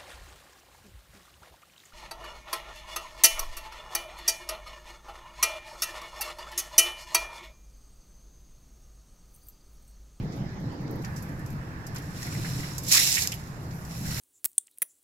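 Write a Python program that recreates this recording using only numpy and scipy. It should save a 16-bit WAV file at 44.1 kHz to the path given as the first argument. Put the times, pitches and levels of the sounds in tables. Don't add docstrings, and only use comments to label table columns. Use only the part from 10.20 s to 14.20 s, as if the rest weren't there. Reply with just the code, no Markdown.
import sys
import numpy as np
from scipy import signal
from scipy.fft import rfft, irfft, next_fast_len
from scipy.io import wavfile
from scipy.ndimage import uniform_filter1d, map_coordinates

SR = 44100
rng = np.random.default_rng(int(sys.argv[2]) if len(sys.argv) > 2 else 0)


def store_wav(level_fs):
    pcm = np.round(np.clip(np.atleast_2d(level_fs), -1, 1) * 32767)
    wavfile.write(sys.argv[1], SR, pcm.T.astype(np.int16))


N = 176400


def amp(db):
    return 10 ** (np.asarray(db) / 20)


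def unit(x):
    return x / np.sqrt(np.mean(x ** 2) + 1e-20)


def along(points, hz):
    f, values = np.transpose(points)
    return np.interp(np.log(hz + 1), np.log(f + 1), values)


def level(rows):
    times, db = np.transpose(rows)
    t = np.arange(N) / SR
    outside_s = np.maximum(0, np.maximum(times[0] - t, t - times[-1]) - .03)
    return amp(np.interp(t, times, db) - 200 * outside_s)


def wobble(knots_per_s):
    return map_coordinates(rng.standard_normal(2048), [np.arange(N) * knots_per_s / SR], mode="wrap")


def burst(start_s, decay_s, attack_s):
    t = np.maximum(np.arange(N) / SR - start_s, 0)
    shape = (1 - np.exp(-t / attack_s)) * np.exp(-t / decay_s)
    return shape / (shape.max() + 1e-9)


def filtered(x, response):
    size = next_fast_len(N + SR // 2)
    return irfft(rfft(x, size) * response(np.fft.rfftfreq(size, 1 / SR)), size)[..., :N]


def colour(x, spectrum, tilt=0):
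    hz = np.fft.rfftfreq(2048, 1 / SR)
    db = along(spectrum, hz) + tilt * np.log2(np.maximum(hz / 2000, 1))
    cepstrum = irfft(np.log(amp(db) + 1e-6))
    cepstrum[1:1024] *= 2
    cepstrum[1025:] = 0
    impulse = unit(irfft(np.exp(rfft(cepstrum))))
    return unit(signal.fftconvolve(x, impulse[None], axes=1)[:, :x.shape[1]])


# f/Hz, correlation (-1..1)
LIKENESS = [(60, .98), (150, 0.97), (290, 0.9), (640, 0.64), (1300, -0.46), (2400, 0.16), (4400, -0.23),
            (9000, 0.053)]

def noise(spectrum, patchy_db):
    cells = signal.stft(rng.standard_normal((2, N)), nperseg=512)[2]
    patches = uniform_filter1d(uniform_filter1d(rng.standard_normal(cells.shape[1:]), 5, 0), 10, 1)
    pair = signal.istft(cells * amp(patchy_db * unit(patches)), nperseg=512)[1][:, :N]

    def mid_side_gain(hz):
        width = np.arccos(np.clip(along(LIKENESS, hz), -1, 1)) / 2
        return amp(along(spectrum, hz)) * np.array([np.cos(width), np.sin(width)])

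    mid, side = filtered(pair, mid_side_gain)
    return unit(np.array([mid + side, mid - side]))


def bubbles(count, low_hz, high_hz, cycles, spread_db, rise):
    start, pitch, size, lag, life = rng.random((5, count, 1))
    hz = low_hz * (high_hz / low_hz) ** pitch
    t = np.arange(320) / SR
    age = t * hz / (cycles * (.5 + life))
    gain = amp(-spread_db * np.log(.01 + .99 * size)) * hz
    phase = 2 * np.pi * hz * t * (1 + rise * np.minimum(age, 1))
    pops = gain * np.exp(-np.log(100) * age) * np.sin(phase)
    left = (start * N).astype(int) + np.arange(len(t))
    right = left + (8 + 22 * lag).astype(int)
    return unit(np.array([np.bincount(at.ravel(), pops.ravel(), N)[:N] for at in (left, right)]))


# f/Hz, t60/s
YARD_DECAY = [(300, 0.24), (3000, 0.39), (8000, 0.08), (16000, 0.19)]

def yard(x, wet_db):
    hz, t, cells = signal.stft(rng.standard_normal((2, SR // 3)), SR, nperseg=256)
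    decay = amp(-60 * t / along(YARD_DECAY, hz)[:, None])
    tail = signal.istft(cells * decay, SR, nperseg=256)[1]
    tail = np.pad(tail / np.linalg.norm(tail[0]), ((0, 0), (SR // 200, 0)))
    return x + amp(wet_db) * signal.fftconvolve(x, tail, axes=1)[:, :N]


# f/Hz, level/dB
HISS_EARLY = [(240, -45), (400, -7), (481, -12), (839, -9), (1110, -14.5), (1200, -14.5), (1870, -15.5),
              (2750, -27), (5030, -24), (6950, -31.5), (8500, -48), (12300, -55), (16000, -52)]
HISS_LATE = [(240, -18), (400, -5), (800, -3), (1200, -4.5), (1500, -8), (1800, -8), (2300, -13.5),
             (2750, -16), (3200, -21.5), (4200, -20.5), (5400, -19.5), (6200, -23.5), (7300, -25),
             (9200, -32.5), (12300, -29), (16000, -39)]

def far_hiss(shift_s=.83, fade_s=.0059):
    late = np.clip((np.arange(N) / SR - shift_s) / fade_s, 0, 1)
    early_hiss = amp(-47.5) * noise(HISS_EARLY, patchy_db=2.4)
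    late_hiss = amp(-48) * noise(HISS_LATE, patchy_db=1.5)
    return (1 - late) * early_hiss + late * late_hiss


# t/s, level/dB
RUMBLE_CURVE = [(0.0, -28.5), (0.17, -40.5), (0.2, -30.5), (0.33, -37), (0.47, -32.5), (0.57, -44),
                (0.6, -35.5), (1.31, -37), (1.34, -31.5), (1.4, -38), (2.03, -37.5), (2.21, -29),
                (2.24, -33.5), (2.41, -32.5), (2.48, -39.5), (2.49, -38.5), (2.66, -37), (2.9, -44),
                (3.24, -38.5), (3.79, -37.5), (3.85, -32), (4.0, -36)]
# t/s, level/dB
RUSH_CURVE = [(0, -45.5), (.25, -41.5), (.32, -54), (.45, -41), (.66, -44.5), (.715, -37), (.78, -41.5),
              (.817, -36), (.835, -55), (1.1, -46), (1.3, -52), (1.9, -50), (2.1, -45.5), (2.45, -49),
              (2.6, -48), (3.3, -55.5), (3.45, -46.5), (3.6, -61), (4, -51)]
# f/Hz, level/dB
RUMBLE_SPECTRUM = [(50, -11), (85, -12), (115, 0.5), (150, 1), (185, -4), (215, -10.5), (300, -18.5),
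                   (450, -26.5), (800, -45), (2000, -88)]
RUSH_SPECTRUM = [(120, -24), (220, -6.5), (290, 3), (400, -8), (560, -10.5), (800, -21.5), (1200, -22),
                 (3000, -84)]
BED_SPECTRUM = [(10, -50), (20, -27), (30, -14), (40, -6), (62, 6.5), (85, 8.5), (130, -3), (300, -46)]

def low_background():
    rumble = level(RUMBLE_CURVE) * noise(RUMBLE_SPECTRUM, patchy_db=0)
    rush = level(RUSH_CURVE) * noise(RUSH_SPECTRUM, patchy_db=2)
    bed = amp(-46.5) * noise(BED_SPECTRUM, patchy_db=-2)
    return rumble + rush + bed


# t/s, level/dB
RUB_STROKE = [(.8, -67), (.86, -51), (1.1, -54.5), (1.2, -55.5), (1.35, -55.5), (1.65, -52), (1.85, -55),
              (2.5, -56), (2.65, -70)]
# f/Hz, level/dB
RUB_SPECTRUM = [(400, -36), (800, -6), (1200, -6), (1550, 3.5), (1800, 6), (2250, -9.5), (2700, -7),
                (3200, -32), (6000, -40)]

def rubbing():
    return level(RUB_STROKE) * noise(RUB_SPECTRUM, patchy_db=2)


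# t/s, level/dB
CRACKLE_LEVEL = [(0, -74.5), (.8, -75), (.86, -69), (1.05, -67), (1.3, -73), (1.6, -84), (1.9, -66),
                 (3.2, -79), (3.45, -68), (4, -45.5)]
# f/Hz, level/dB
BRIGHT_TONE = [(500, -23), (1500, -26.5), (3200, -16), (5300, 2.5), (7200, 3), (9200, -8), (12000, 3),
               (16000, -17)]

def pile_crackle():
    pops = bubbles(count=2500, low_hz=4130, high_hz=16000, cycles=3.1, spread_db=2.5, rise=.1)
    crackle = colour(pops, BRIGHT_TONE, tilt=4.9)
    flicker = amp(2.1 * wobble(32))
    return yard(crackle * level(CRACKLE_LEVEL) * flicker, wet_db=4)


# t/s, relative level/dB, tilt/(dB an octave), decay/s
WET_SMACKS = [(0.121, -42.5, -14, .025), (.162, -50.5, 16, 0.017), (.398, -56, 8, .03),
              (0.608, -54, 8, .02), (.678, -40, -17, 0.0035), (.7098, -36, 16, .004), (.757, -41, 19, .006),
              (0.819, -46.5, 2, .025), (0.847, -32.5, -9, 0.0088), (0.961, -35.5, -3.5, 0.023),
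              (1.024, -37.5, 5, 0.012), (1.09, -46, 0, .01), (1.193, -44, 6, .008), (1.261, -39.5, 1, 0.01),
              (1.303, -40.5, 6, 0.0083), (1.325, -46, 10, .01), (1.666, -32, -2.5, 0.0082),
              (1.7464, -38, 4, 0.011), (1.76, -30, -9, .012), (1.781, -36, 5, .01), (1.82, -41.5, -3, .015),
              (2.0275, -29.5, -7, .008), (2.581, -22, 1.5, 0.0083), (2.634, -31, 4, .008),
              (2.6833, -21, 3, 0.014), (3.021, -17, -8, 0.0055), (3.074, -8.5, -4.5, 0.0011),
              (3.119, -22, -5, 0.0063), (3.139, -30, 7, 0.0089), (3.508, -41, -13, 0.013),
              (3.649, -38.5, -3, 0.01)]

def smacks():
    out = np.zeros((2, N + SR))
    span = SR // 6
    for start_s, db, tilt, decay_s in WET_SMACKS:
        clicks = rng.standard_normal((2, span)) * amp(5 * rng.standard_normal(span))
        shape = burst(0, decay_s, attack_s=.0003)[:span]
        spray = colour(clicks * shape, BRIGHT_TONE, tilt) * np.sqrt(np.mean(shape ** 2))
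        at = round(start_s * SR)
        out[:, at:at + span] += amp(db - 8) * spray
    return yard(out[:, :N], wet_db=-9.5)


# t/s,
# level/dB, decay/s, f/Hz, spread/octaves
WATER_GULPS = [(0.839, -40.5, .016, 1400, 0.66), (1.748, -43, 0.038, 1400, 0.81),
               (2.02, -40, 0.0078, 1910, 0.15), (2.066, -44, 0.011, 2070, 0.13),
               (2.143, -40, 0.0095, 2150, 0.16), (2.245, -39, 0.012, 1810, 0.33),
               (2.428, -41, 0.02, 2000, 0.4), (2.734, -30, 0.042, 1680, 0.77),
               (2.777, -31, .03, 2150, 0.22), (2.967, -26, 0.014, 2270, 0.36),
               (3.043, -38, 0.014, 1870, .25), (3.118, -35, 0.011, 2600, 0.35),
               (3.85, -46, 0.037, 1690, 0.28), (3.96, -44, .05, 1900, 0.33)]

def gulps():
    cluster = bubbles(count=12000, low_hz=494, high_hz=5090, cycles=15.3, spread_db=2.5, rise=.25)
    cluster += amp(-12.5) * rng.standard_normal((2, N))
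    out = np.zeros((2, N))
    for start_s, db, decay_s, pitch_hz, octaves in WATER_GULPS:
        band = filtered(cluster, lambda hz: np.exp(-.5 * (np.log2((hz + 1) / pitch_hz) / octaves) ** 2))
        out += amp(db) * unit(band) * burst(start_s, decay_s, attack_s=.0055)
    return yard(out, wet_db=-18.5)


# t/s, relative level/dB
PUSH_LEVELS = [
    [(1.72, -66), (1.9, -57), (2.02, -45.5), (2.2, -45.5), (2.26, -43.5), (2.48, -45.5), (2.57, -49),
     (2.7, -68)],
    [(3.62, -80), (3.68, -60), (3.72, -46.5), (3.82, -51.5), (3.87, -42), (4.0, -38.5)],
]
# f/Hz, level/dB
FOAM_SPECTRUM = [(500, -19), (900, -8), (1400, -4.5), (1900, -6), (2600, -4.5), (3250, -8.5), (4200, -0.5),
                 (4700, -6), (5450, 3.5), (6150, -5.5), (7200, -1), (8500, -10.5), (9500, -10),
                 (10700, -6.5), (12400, -8), (14000, -14.5), (16000, -22)]

def bow_wave():
    fizz = bubbles(count=12000, low_hz=1290, high_hz=15000, cycles=7.9, spread_db=4, rise=.09)
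    pops = bubbles(count=1200, low_hz=1300, high_hz=3000, cycles=20, spread_db=2, rise=.06)
    hiss = amp(3) * noise(FOAM_SPECTRUM, patchy_db=0)
    foam = unit(colour(fizz, FOAM_SPECTRUM) + amp(-7.5) * colour(pops, FOAM_SPECTRUM) + hiss)
    pushes = sum(level(push) for push in PUSH_LEVELS)
    surge = amp(wobble(45))
    return yard(amp(2.5) * foam * pushes * surge, wet_db=-8.5)


# t/s, relative level/dB
SPILL_LEVEL = [(2.6, -61), (2.67, -37), (2.705, -30.5), (2.727, -17), (2.77, -21), (2.85, -26),
               (2.92, -26.5), (3.03, -31), (3.1, -47.5), (3.19, -54), (3.4, -63)]
# f/Hz, level/dB
SPILL_SPECTRUM = [(350, -42), (700, -18), (1200, -22.5), (1800, -13), (2300, -8.5), (2750, -6), (3200, -10),
                  (3800, -2), (4700, -4.5), (5300, 2), (6100, -1.5), (7200, 1.5), (8500, -8), (9400, -10.5),
                  (10500, -3.5), (12400, -6.5), (14000, -9), (16000, -21)]

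def spill():
    spray = bubbles(count=14000, low_hz=1200, high_hz=16000, cycles=2.7, spread_db=3.5, rise=.12)
    drops = bubbles(count=2500, low_hz=1450, high_hz=9250, cycles=18, spread_db=1, rise=.066)
    hiss = amp(-1) * noise(SPILL_SPECTRUM, patchy_db=2.5)
    water = unit(colour(spray, SPILL_SPECTRUM) + amp(-6) * colour(drops, SPILL_SPECTRUM) + hiss)
    flicker = amp(1.24 * wobble(110))
    pan = amp([[-1], [1]])
    return yard(amp(1.5) * water * level(SPILL_LEVEL) * flicker, wet_db=-10) * pan


# f/Hz, left minus right/dB
BALANCE = [(150, 0), (400, -2), (750, -1), (1400, -6), (2600, -3), (3300, 1), (4200, -3), (5300, -6),
           (6100, 3.5), (7400, -5.5), (8300, -5.5), (9600, 6), (10700, 5.5), (12400, -7.5), (15000, -8)]

def scene():
    work = bow_wave() + spill() + gulps() + smacks() + pile_crackle() + rubbing()
    sound = work + far_hiss() + low_background()
    return filtered(sound, lambda hz: amp(along(BALANCE, hz) * np.array([[.5], [-.5]])))


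def record(dry, top_hz=16150):
    return filtered(dry, lambda hz: hz < top_hz)


dry = scene()
out = record(dry)
store_wav(out)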